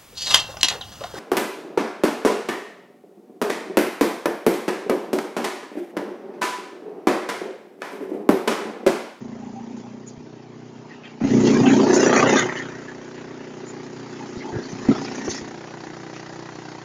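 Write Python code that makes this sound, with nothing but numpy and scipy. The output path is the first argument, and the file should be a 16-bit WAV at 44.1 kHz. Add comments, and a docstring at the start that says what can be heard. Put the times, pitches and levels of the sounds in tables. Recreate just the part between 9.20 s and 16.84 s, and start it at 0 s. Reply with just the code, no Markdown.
"""A knock, a boom and a rattling hiss once a turn: a wood chipper close by, through a small mono microphone.
Each knife strike is an impulse that excites the damped modes of frame, hopper and drum.
Plates, chips, splinters and fibres filter the same strikes and the noise of flying scraps.
A thick piece is caught and everything swells; wood snaps or scrapes past a plate.
Low thumps knock the microphone, over a low rumble from the shaking of the hand that holds it."""
import sys
import numpy as np
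from scipy import signal
from scipy.fft import rfft, irfft
from scipy.io import wavfile
from scipy.ndimage import uniform_filter1d

SR = 44100
rng = np.random.default_rng(int(sys.argv[2]) if len(sys.argv) > 2 else 0)


def wav_record(signal):
    """Record a signal, one row per channel, as 16-bit PCM in the file named by sys.argv[1]."""
    frames = np.transpose(np.atleast_2d(signal))
    bounded = np.clip(frames, -1, 1)
    # unit amplitude maps onto the largest positive 16-bit level
    quanta = np.round(bounded * 32767).astype(np.int16)
    wavfile.write(sys.argv[1], SR, quanta)


N = 336924  # samples

# Cutter drum, coming up to speed and sagging under load. Each row: time in seconds, turns a second.
DRUM_SPEED = [(0.0, 27.77), (0.8, 30.43), (1.1, 30.64), (1.9, 30.75), (2.2, 30.28), (2.7, 30.37),
              (3.9, 30.6), (5.1, 30.46), (5.9, 30.25), (6.6, 30.66), (7.64, 30.69)]
STRIKE_TURN = .22  # position of the first strike, in turns


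def drum_turns():
    """Rotation: the integral of the speed counts turns, and the knife strikes at each whole number."""
    speed, = columns(DRUM_SPEED)
    return np.cumsum(speed) / SR - STRIKE_TURN


JITTER_S = .0011  # scatter of the strike in time, when all the wood is loose


def strikes(turns, spread_db, loose):
    """Jittered impulse train: one click a turn, which loose wood makes less regular in time and strength."""
    at = np.flatnonzero(np.diff(np.floor(turns)) > 0)
    size, slip = rng.standard_normal((len(at), 2)).T
    shift = np.round(JITTER_S * SR * loose[at] * slip).astype(int)
    moved = np.clip(at + shift, 0, N - 1)
    clicks = np.zeros(N)
    clicks[moved] = gain_of(spread_db * loose[at] * size)
    return clicks


# State of the feed. Each row: time in seconds, share of loose tumbling wood 0-1, depth of the beat 0-1,
# listener from 0 at the mouth to 1 beside the drum, packing of the hopper with fronds 0-1 (lowers its boom).
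FEED = [(0, .07, .3, 0, 1), (.7, .09, .25, 0, 1), (1, .14, .22, 0, .7), (1.95, .14, .22, 0, .7),
        (2.1, .15, .28, 0, .2), (2.6, .22, .33, 0, 0), (2.85, .27, .48, 0, 0), (3.2, .27, .48, 0, 0),
        (3.6, .09, .46, 0, 0), (4.8, .09, .46, .1, 0), (5.2, .16, .4, .4, 0), (6.1, .14, .45, .5, 0),
        (6.3, .08, .64, 1, 0), (7.64, .08, .62, 1, 0)]
# Slow level of the machine's body. Each row: time in seconds, frame hum, hopper boom, drum knock in dB.
BODY_LEVEL = [(0, -41, -34.5, -45), (.6, -46, -34.5, -45.5), (.68, -47, -39, -47), (1.05, -45, -46.5, -43),
              (2.0, -49.5, -46, -46), (2.015, -40, -31, -39.5), (2.14, -24, -17.5, -22),
              (2.6, -29, -16, -21), (2.74, -37, -20, -16.5), (3.17, -40, -22.5, -31), (3.22, -32, -31, -26),
              (3.34, -38, -38, -36.5), (3.79, -47.5, -40.5, -42), (4.34, -45.5, -40, -40),
              (4.87, -42.5, -39, -39), (5.45, -46, -36, -40), (5.8, -39.5, -32, -35.5),
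              (6.1, -45.5, -33.5, -39.5), (6.45, -44.5, -45, -41.5), (7.64, -44.5, -52, -44)]
# Hard bites that jolt the body. Each row: start in seconds, level in dB,
# part that answers most (0 frame, 1 hopper, 2 drum; between or beyond allowed), hold in seconds.
JOLTS = [(0.583, -38, 2.5, 0.018), (2.013, -19.5, 0.8, 0.023), (2.047, -18.5, 1.2, 0.011),
         (2.122, -16, 1.3, 0.067), (2.241, -17, 2.5, 0.16), (2.35, -15.5, 6, 0.03),
         (2.399, -17.5, -0.5, 0.015), (2.468, -12, 1.4, 0.016), (2.573, -17.5, 2.5, 0.042),
         (2.675, -22, 3, 0.018), (2.791, -4, 3.6, 0.049), (2.843, -27, 0, 0.057),
         (2.895, -22.5, 2.5, 0.026), (3.03, -28, 0, 0.059), (3.105, -16.5, 1.5, 0.06),
         (3.244, -21.5, 2.5, 0.017), (5.164, -26, 1.1, 0.007), (5.33, -30.5, 2, 0.042),
         (5.343, -26, 0, 0.025), (5.382, -26.5, 1.7, 0.027), (5.527, -28, -0.3, 0.019),
         (5.653, -22, 3, 0.025), (5.687, -9, 0.9, 0.022), (5.708, -21, 2.5, 0.011), (6.07, -26, 2.3, 0.023),
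         (7.375, -49, 4.5, .03)]
# Level of the thick piece itself, ringing at each strike. Each row: time in seconds, level in dB.
STOCK_LEVEL = [(0, -53), (2.0, -61.5), (2.1, -32), (2.6, -37), (2.8, -23.5), (2.93, -23), (3.0, -20),
               (3.16, -23.5), (3.25, -39.5), (3.6, -47), (5.0, -52.5), (5.7, -54), (6.2, -63), (6.5, -52),
               (7.64, -55)]
# Modes of the frame. Each row, as in the six mode tables after it too: frequency in Hz,
# nominal width in Hz, relative level in dB, delay in seconds.
FRAME_MODES = [(126.8, 24.4, -1.5, 0.01086), (156.2, 29, -1.5, 0.0078)]
# Open hopper, same columns [Hz, Hz, dB, s].
HOPPER_MODES = [(210.9, 16, 1.5, 0.00029), (235.5, 37, -3, 0.00094), (271.9, 33.8, 4.5, 0.0011)]
# Hopper packed with fronds [Hz, Hz, dB, s].
PACKED_MODES = [(214.7, 36, -1.7, 0.00511), (239.5, 31, -0.26, 0.00578)]
# Drum heard from the mouth [Hz, Hz, dB, s].
DRUM_MODES = [(316.7, 27, -4.5, 0.00089), (359.2, 13, 1.5, 0.00087), (399.5, 40, -2.5, 0.001)]
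# Drum heard from beside it [Hz, Hz, dB, s].
FLANK_MODES = [(318.7, 39, 2.5, 0.004522), (331.2, 44.2, 6, 0.0047), (345.8, 37.2, 0.5, 0.00484),
               (417.7, 10.3, -6.5, 0.00437)]
# Slap on the wood [Hz, Hz, dB, s].
SLAP_MODES = [(391, 220, 0, 0.001)]
# The thick piece of wood [Hz, Hz, dB, s].
STOCK_MODES = [(444, 64, -1.5, 0.002264), (515, 24, 1, 0.00308), (540.5, 34.3, 1, 0.00353),
               (626.4, 32, -2.5, 0.00277)]
BODY_LEAD_S = .0065  # the body's ringing is driven this much before the crack


def body(turns):
    """Modal excitation: strikes ring wood, frame, hopper and drum; tumbling wood blurs the hum with noise."""
    loose, depth, beside, packed = columns(FEED)
    frame_db, boom_db, knock_db = levels(columns(BODY_LEVEL), range(3), JOLTS, reach_db=12,
                                         release_s=.01, wander_db=2.5)
    hit = strikes(turns, 5, loose)
    early = np.roll(hit, -round(BODY_LEAD_S * SR))

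    slap = depth * (1 + .5 * beside) * ring(hit, SLAP_MODES)
    out = gain_of(knock_db) * slap
    out += gain_of(columns(STOCK_LEVEL)[0]) * ring(hit, STOCK_MODES, vary_db=2.0)

    # (modes, level dB, share of the power, driving clicks); with a packed hopper the drum answers the later hit
    parts = ((FRAME_MODES, frame_db, 1, early),
             (HOPPER_MODES, boom_db, 1 - packed, early),
             (PACKED_MODES, boom_db, packed, early),
             (DRUM_MODES, knock_db, (1 - beside) * (1 - packed), early),
             (DRUM_MODES, knock_db, (1 - beside) * packed, hit),
             (FLANK_MODES, knock_db, beside, early))
    for modes, db, share, drive in parts:
        noise = spray(turns, 0.53 * depth, fade_turns=0.32, flicker_db=-2.3, grain_db=2.5)
        tumble = ring(noise, modes)
        hum = ring(drive, modes, vary_db=2.5 * np.sqrt(loose))
        blend = np.sqrt(1 - loose) * hum + np.sqrt(loose) * tumble
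        out += gain_of(db) * np.sqrt(share) * blend
    return out


# Slow level of the wood being cut. Each row: time in seconds, clatter, chips, splinters,
# hiss of fibres in dB.
CUT_LEVEL = [(0, -48, -55.5, -59, -60.5), (.6, -48, -59, -58, -61.5), (.85, -51, -61, -61.5, -66.5),
             (2.0, -51, -58.5, -56, -64), (2.012, -31.5, -50, -47, -55), (2.11, -41, -38.5, -38.5, -40.5),
             (2.23, -34.5, -38.5, -43.5, -40), (2.33, -33, -40.5, -39, -37.5),
             (2.42, -30.5, -39, -38.5, -40), (2.55, -29.5, -34.5, -37, -37),
             (2.66, -26.5, -34.5, -42, -39.5), (2.76, -31.5, -25.5, -32, -27.5),
             (2.94, -26, -20.5, -32, -32), (3.18, -25, -27, -25.5, -32.5), (3.225, -34.5, -32.5, -43, -43),
             (3.3, -34.5, -30.5, -46, -47), (3.45, -48, -38, -44.5, -50), (3.62, -48.5, -46.5, -52.5, -54),
             (4.17, -48, -48, -53, -59.5), (4.9, -46, -47.5, -52, -54), (5.6, -43.5, -44, -50, -52.5),
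             (5.7, -35, -42.5, -46.5, -51), (5.8, -37, -44, -46.5, -53), (6.15, -43, -44, -45, -52),
             (6.32, -45, -45.5, -52, -55.5), (7.64, -44, -46.5, -53, -55.5)]
# Rustle of shredded fronds. Each row: time in seconds, level in dB.
SHRED_LEVEL = [(0, -62.5), (1.97, -62), (2.05, -49), (2.22, -45), (2.4, -39.5), (2.5, -49), (2.62, -35),
               (2.74, -41), (2.82, -50), (2.92, -60), (3.02, -37), (3.12, -45), (3.22, -46), (3.45, -57),
               (3.74, -57), (4.19, -55.5), (5.6, -48.5), (5.85, -43.5), (6.06, -48.5), (6.3, -51.5),
               (7.64, -51.5)]
# Bursts of scraps torn off the wood. Each row: start in seconds, level in dB, fineness (0 clatter, 1 chips,
# 2 splinters, 3 shreds, 4 fibres; between or beyond allowed), hold in seconds.
SPRAYS = [(0.567, -53.5, 3.6, 0.024), (0.876, -52.5, 3.5, 0.027), (1.695, -56.5, 2.5, 0.046),
          (1.835, -50, 2, 0.068), (2.001, -38, -1.5, .012), (2.248, -34.5, 3.5, 0.065),
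          (2.254, -32.5, 2.4, 0.04), (2.46, -28.5, 1.42, 0.05), (2.53, -34, 2, 0.032),
          (2.596, -33, 2, 0.03), (2.679, -25, 0.5, 0.033), (2.735, -22, 4.5, 0.025),
          (2.93, -28.5, 4.4, 0.06), (3.08, -32, -6, .025), (3.13, -31, 1, 0.025), (3.162, -29, 1.5, 0.058),
          (3.159, -29.5, 4.5, 0.043), (3.368, -41, 3.5, 0.016), (3.965, -44, 1.3, 0.032),
          (4.474, -46, -4, 0.049), (5.243, -56, -3.5, .06), (5.688, -40, 2.5, 0.08), (5.74, -42, 5.5, 0.04),
          (5.812, -46, 4, 0.018), (5.946, -43.5, 4.5, 0.015), (6.046, -42, 4.5, 0.014),
          (6.098, -33, 3.5, 0.033), (6.137, -41, 3.5, 0.052), (6.936, -46, 2.5, .04)]
# Modes of the plates. Each row, as in the four tables after it too: frequency in Hz,
# nominal width in Hz, relative level in dB, delay in seconds.
PLATE_MODES = [(595, 194, -2, 0.002154), (811.5, 104, 7, 0.00213), (855.6, 125, 6, 0.00097),
               (1090, 430, -7.5, 0.001)]
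# Chips, same columns [Hz, Hz, dB, s].
CHIP_MODES = [(1350, 850, 0.0062, 0.001003), (1982, 385, 0.0041, 0.00102)]
# Splinters [Hz, Hz, dB, s].
SPLINTER_MODES = [(2220, 1140, -0.13, 0.0009345), (3340, 420, -1.9, 0.001001)]
# Fibres [Hz, Hz, dB, s].
FIBRE_MODES = [(6050, 200, -6.5, .002), (6434, 1720, 13.5, 0.0019)]
# Shredded fronds [Hz, Hz, dB, s].
SHRED_MODES = [(4750, 2240, 0, .002)]
ECHO_S = 0.00403  # beside the drum the crack comes back off the housing
UNEVEN_START_DB, UNEVEN_SPAN_DB, UNEVEN_GAIN = -42, 10, .6  # the louder the clatter, the more uneven the noise


def cutting(turns):
    """Source and filter: the crack of each strike and a noise spray excite plates and scraps of each fineness."""
    loose, depth, beside = columns(FEED)[:3]
    hit = evened(strikes(turns, 10, loose))
    hit = hit + 0.64 * beside * np.roll(hit, round(ECHO_S * SR))

    slow = columns(CUT_LEVEL) + columns(SHRED_LEVEL)
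    fineness = (0, 1, 2, 4, 3)  # clatter, chips, splinters, fibres, shreds
    level = levels(slow, fineness, SPRAYS, reach_db=11, release_s=.027, wander_db=-0.5)
    loudness = np.clip((slow[0] - UNEVEN_START_DB) / UNEVEN_SPAN_DB, 0, 1)
    uneven = 1 + UNEVEN_GAIN * loudness

    # (modes, share of the beat, fade in turns, grain dB and patch dB under quiet clatter, crack);
    # the patch value holds when all the wood is loose
    parts = ((PLATE_MODES, 1.0, .45, 1.5, 6.5, 1.5),
             (CHIP_MODES, .95, .35, 2.2, 8, .7),
             (SPLINTER_MODES, .75, .35, 2.2, 8.5, .4),
             (FIBRE_MODES, .65, .45, 2.1, 8, .08),
             (SHRED_MODES, .7, .4, 2.1, 8.5, .1))
    out = np.zeros(N)
    for (modes, beat, fade, grain_db, patch_db, crack), db in zip(parts, level):
        noise = spray(turns, beat * depth, fade, flicker_db=0.62, grain_db=grain_db * uneven)
        scraps = mottled(noise, patch_db * uneven * np.sqrt(loose))
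        drive = scraps + crack * depth * hit
        out += gain_of(db) * ring(drive, modes, vary_db=2.5 * np.sqrt(loose))
    return out


# Wood snapping. Each row: start in seconds, relative level in dB, pitch in Hz.
SNAPS = [(0.868, -38, 673), (2.005, -20, 780), (2.037, -14, 555), (2.271, -5, 764), (2.455, -18, 785),
         (2.668, -13, 700), (2.699, -16, 501), (2.896, -5, 800), (2.927, -15, 902), (2.963, -18, 1210),
         (3.026, -8, 538), (3.09, -3, 520), (3.325, -13, 1230), (3.356, -24, 1910), (3.682, -28, 1820),
         (3.715, -26, 1690), (4.012, -28, 1700), (5.026, -34, 894), (5.661, -20, 710), (5.684, -15, 786),
         (5.719, -23, 1310), (5.786, -10, 650), (6.08, -5.5, 546)]
SNAP_DECAY_S, SNAP_DB = 0.0066, -15.5  # time constant; offset added to every level


def snaps():
    """Sudden fracture: a broad noise band around the pitch of the piece starts at once and decays exponentially."""
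    out, t = np.zeros(N), np.arange(1500) / SR
    noises = rng.standard_normal((len(SNAPS), len(t)))
    for (s, db, hz), noise in zip(SNAPS, noises):
        edges = [hz / 2, min(2.5 * hz, MIC_EDGE_HZ)]
        band = signal.butter(2, edges, "band", fs=SR, output="sos")
        burst = evened(signal.sosfilt(band, noise))
        add(out, s, gain_of(db + SNAP_DB) * .5 * burst * np.exp(-t / SNAP_DECAY_S))
    return out


# Pieces scraping past a plate. Each row: start in seconds, level in dB, frequency in Hz,
# length in seconds (at most 0.19 is played).
SCRAPES = [(0.144, -46, 684, 0.082), (0.217, -43, 800, 0.036), (0.25, -49, 848, 0.076),
           (0.339, -41, 788, 0.083), (0.385, -50, 850, 0.072), (0.49, -44, 782, 0.032),
           (0.633, -47, 806, 0.052), (0.86, -43, 6820, 0.042), (1.684, -46.5, 1885, 0.075),
           (1.702, -53, 2650, 0.09), (1.826, -47.5, 2540, 0.043), (1.842, -46, 3180, 0.044),
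           (1.84, -49, 1860, 0.042), (2.267, -40, 2194, 0.11), (2.304, -35, 1070, 0.099),
           (2.365, -43, 6600, 0.2), (2.44, -26.5, 775, 0.086), (2.452, -31.5, 3050, 0.035),
           (2.449, -29, 2630, 0.063), (2.461, -39.5, 6800, 0.1), (2.571, -31, 1060, 0.052),
           (2.731, -41, 5720, 0.039), (2.89, -26, 1199, 0.13), (3.061, -27, 2020, 0.089),
           (3.138, -29.5, 3560, 0.088), (3.272, -40.5, 2030, 0.24), (3.33, -34, 1840, 0.12),
           (3.352, -40.5, 2970, 0.049), (3.667, -40.5, 1700, 0.067), (4.452, -45, 7000, 0.078),
           (4.99, -40.5, 880, 0.066), (5.191, -42.5, 2100, 0.061), (5.225, -36, 850, 0.11),
           (5.327, -42, 1650, 0.1), (5.42, -46.5, 4420, 0.063), (5.486, -44, 6100, 0.051),
           (5.653, -42, 2050, 0.093), (5.687, -37, 1320, 0.1), (5.934, -51, 6590, 0.068),
           (6.035, -41.5, 5800, 0.052), (6.083, -32, 6200, 0.05), (5.977, -43.5, 1834, 0.12),
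           (6.131, -40, 1925, 0.089), (6.127, -39.5, 5430, 0.075)]


def scrapes():
    """Friction: a rasp excites one narrow resonance, made as slow complex noise shifted up to its pitch."""
    out, rasp = np.zeros(N), rng.standard_normal((len(SCRAPES), SR // 5, 2))
    for (s, db, hz, length), noise in zip(SCRAPES, rasp):
        t = np.arange(round(np.clip(length, .01, .19) * SR)) / SR
        r = np.exp(-np.pi * .115 * hz / SR)  # width as a share of the pitch
        complex_noise = noise[:len(t), 0] + 1j * noise[:len(t), 1]
        waver = signal.lfilter([1], [1, -2 * r, r * r], complex_noise)
        waver = waver + 0.51 * np.std(waver)  # part of the rasp holds a steady tone
        tone = evened((waver * np.exp(2j * np.pi * hz * t)).real)
        add(out, s, gain_of(db) * tone * signal.windows.tukey(len(t), .7))
    return out


# Low thumps of handling or wind at the microphone. 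Each row: start in seconds, relative level in dB,
# frequency in Hz, time to fall by 60 dB in seconds.
THUMPS = [(0.977, -35, 95, 0.04), (5.172, -23, 95, 0.025), (5.328, -28, 96, 0.04), (5.369, -23, 97, 0.039),
          (5.528, -36, 96, 0.036), (5.659, -33, 95, 0.041), (5.683, -20, 93, 0.052),
          (6.085, -28.5, 95, 0.063), (6.22, -33, 95, 0.049)]


def thumps():
    """Damped oscillation: each thump of handling or wind is a short low push that swings back as it dies away."""
    out, t = np.zeros(N), np.arange(SR // 4) / SR
    for s, db, hz, t60 in THUMPS:
        decay = gain_of(db + 5.0 - 60 * t / t60)
        onset = 1 - np.exp(-t / 0.0036)
        add(out, s, decay * onset * np.sin(2 * np.pi * hz * t))
    return out


# Spectrum of the rumble. Each row: frequency in Hz, relative level in dB per Hz.
RUMBLE_SPECTRUM = [(15, -14.5), (40, -4.5), (60, -7), (90, -12), (130, -12.5), (200, -47.5)]
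# Shaking of the microphone. Each row: time in seconds, level in dB.
SHAKE_LEVEL = [(0, -62), (1.97, -78), (2.04, -42), (2.5, -49), (3.2, -61), (3.6, -64), (5, -69), (5.7, -57),
               (6.3, -64), (7.64, -68)]


def rumble():
    """Spectral shaping: white noise weighted towards the bass is the shaking of the hand-held microphone."""
    hz, (f, db) = np.fft.rfftfreq(N, 1 / SR), np.transpose(RUMBLE_SPECTRUM)
    weight = gain_of(np.interp(np.log(hz + 1), np.log(f), db, right=-120))
    noise = irfft(rfft(rng.standard_normal(N)) * weight, N)
    return gain_of(columns(SHAKE_LEVEL)[0]) * evened(noise)


def ring(drive, modes, vary_db=None):
    """Modal synthesis: delayed, swelling and dying modes, neighbours in opposite sense, levels varied at will."""
    longest = .012 + 1.6 / min(m[1] for m in modes)
    t = np.arange(round(SR * longest)) / SR
    answers = []
    for k, (hz, width, db, delay) in enumerate(modes):
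        u = np.maximum(t - delay, 0)
        shape = u * np.exp(-np.pi * 1.55 * width * u) * np.sin(2 * np.pi * hz * u)
        answers.append((-1) ** k * gain_of(db) * np.sqrt(width) * shape / np.linalg.norm(shape))
    if vary_db is None:
        return evened(signal.oaconvolve(drive, sum(answers))[:N])
    out = np.zeros(N)
    for answer in answers:  # each mode is driven unevenly in its own way
        steps = np.repeat(rng.standard_normal(N // 2000 + 1), 2000)[:N]
        wander = gain_of(vary_db * uniform_filter1d(steps, size=800))
        out += signal.oaconvolve(drive * wander, answer)[:N]
    return evened(out)


def spray(turns, depth, fade_turns, flicker_db, grain_db):
    """Amplitude modulation: noise jumps at each strike and thins until the next, with flicker and fine grain."""
    depth = np.clip(depth, 0, 1)
    beat = 1 - depth + depth * 2.0 * np.exp(-(turns % 1) / fade_turns)
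    slow = uniform_filter1d(rng.standard_normal(N), size=700)
    flicker = evened(uniform_filter1d(slow, size=300))
    grain = evened(uniform_filter1d(rng.standard_normal(N), size=40))
    envelope = beat * gain_of(flicker_db * flicker + grain_db * grain)
    return evened(envelope * rng.standard_normal(N))


def mottled(x, patch_db):
    """Time-frequency modulation: random narrow patches grow louder and softer, giving noise an uneven colour."""
    _, at, z = signal.stft(x, nperseg=1024, noverlap=768)
    patches = rng.standard_normal(z.T.shape).T
    for _ in range(2):
        patches = uniform_filter1d(patches, size=3, axis=0)  # across frequency
        patches = uniform_filter1d(patches, size=6, axis=1)  # across time
    gain = gain_of(evened(patches) * np.interp(at, np.arange(N), patch_db))
    z = z * gain / np.sqrt(np.mean(gain ** 2, axis=0))
    return evened(signal.istft(z, nperseg=1024, noverlap=768)[1][:N])


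ATTACK_S = 0.0011


def levels(slow, places, events, reach_db, release_s, wander_db):
    """Addition of powers: each part's slow dB curve wanders with uneven feed; events attack, hold and release."""
    t, loose, out = np.arange(SR // 3) / SR, columns(FEED)[0], []
    for part, db in zip(places, slow):
        steps = np.repeat(rng.standard_normal(N // 1500 + 1), 1500)[:N]
        wander = wander_db * np.sqrt(loose) * evened(uniform_filter1d(steps, size=1500))
        power = gain_of(db + wander) ** 2
        for s, peak_db, centre, hold in events:
            release = np.exp(-np.maximum(t - ATTACK_S - hold, 0) / release_s)
            shape = np.minimum(t / ATTACK_S, 1) * release
            part_db = peak_db - reach_db * (part - centre) ** 2  # reach: loss one part away
            add(power, s, (gain_of(part_db) * shape) ** 2)
        out.append(10 * np.log10(power))
    return out


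def gain_of(db):
    """Logarithmic level: decibels to an amplitude factor."""
    return 10 ** (np.asarray(db) / 20)


def evened(x):
    """Effective value: scales to rms 1."""
    return x / np.sqrt(np.mean(x ** 2) + 1e-20)


def columns(rows):
    """Linear interpolation: every column of a curve table, sample by sample."""
    s, *values = np.transpose(rows)
    return [np.interp(np.arange(N) / SR, s, v) for v in values]


def add(mix, s, sound):
    """Superposition: adds a sound into the mix at time s."""
    part = mix[round(s * SR):][:len(sound)]
    part += sound[:len(part)]


MIC_LOW_HZ = 118


def scene():
    """Superposition of all sources in two equal channels; the small microphone drops the deep bass of the air."""
    turns = drum_turns()
    airborne = body(turns) + cutting(turns) + snaps()
    low_cut = signal.butter(4, MIC_LOW_HZ, "high", fs=SR, output="sos")
    mix = signal.sosfilt(low_cut, airborne) + rumble() + thumps() + scrapes()
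    return np.array([mix, mix])


MIC_RATE_HZ, MIC_EDGE_HZ, EDGE_HZ = 16000, 7300, 9800  # microphone's sampling rate, its edge, final edge


def record(dry):
    """Spectral imaging: the microphone is sampled slowly, and raising the rate leaks a faint mirrored treble."""
    mic_low_pass = signal.firwin(301, MIC_EDGE_HZ, window=("kaiser", 8), fs=SR)
    band = signal.oaconvolve(dry, mic_low_pass[None], "same")
    mirror = band * 2 * np.cos(2 * np.pi * MIC_RATE_HZ * np.arange(N) / SR)
    above = signal.firwin(301, MIC_RATE_HZ / 2, pass_zero=False, window=("kaiser", 8), fs=SR)
    raised = band + gain_of(-24.5) * signal.oaconvolve(mirror, above[None], "same")
    final_low_pass = signal.firwin(511, EDGE_HZ, window=("kaiser", 9), fs=SR)
    return signal.oaconvolve(raised, final_low_pass[None], "same")


dry = scene()
out = record(dry)
wav_record(out)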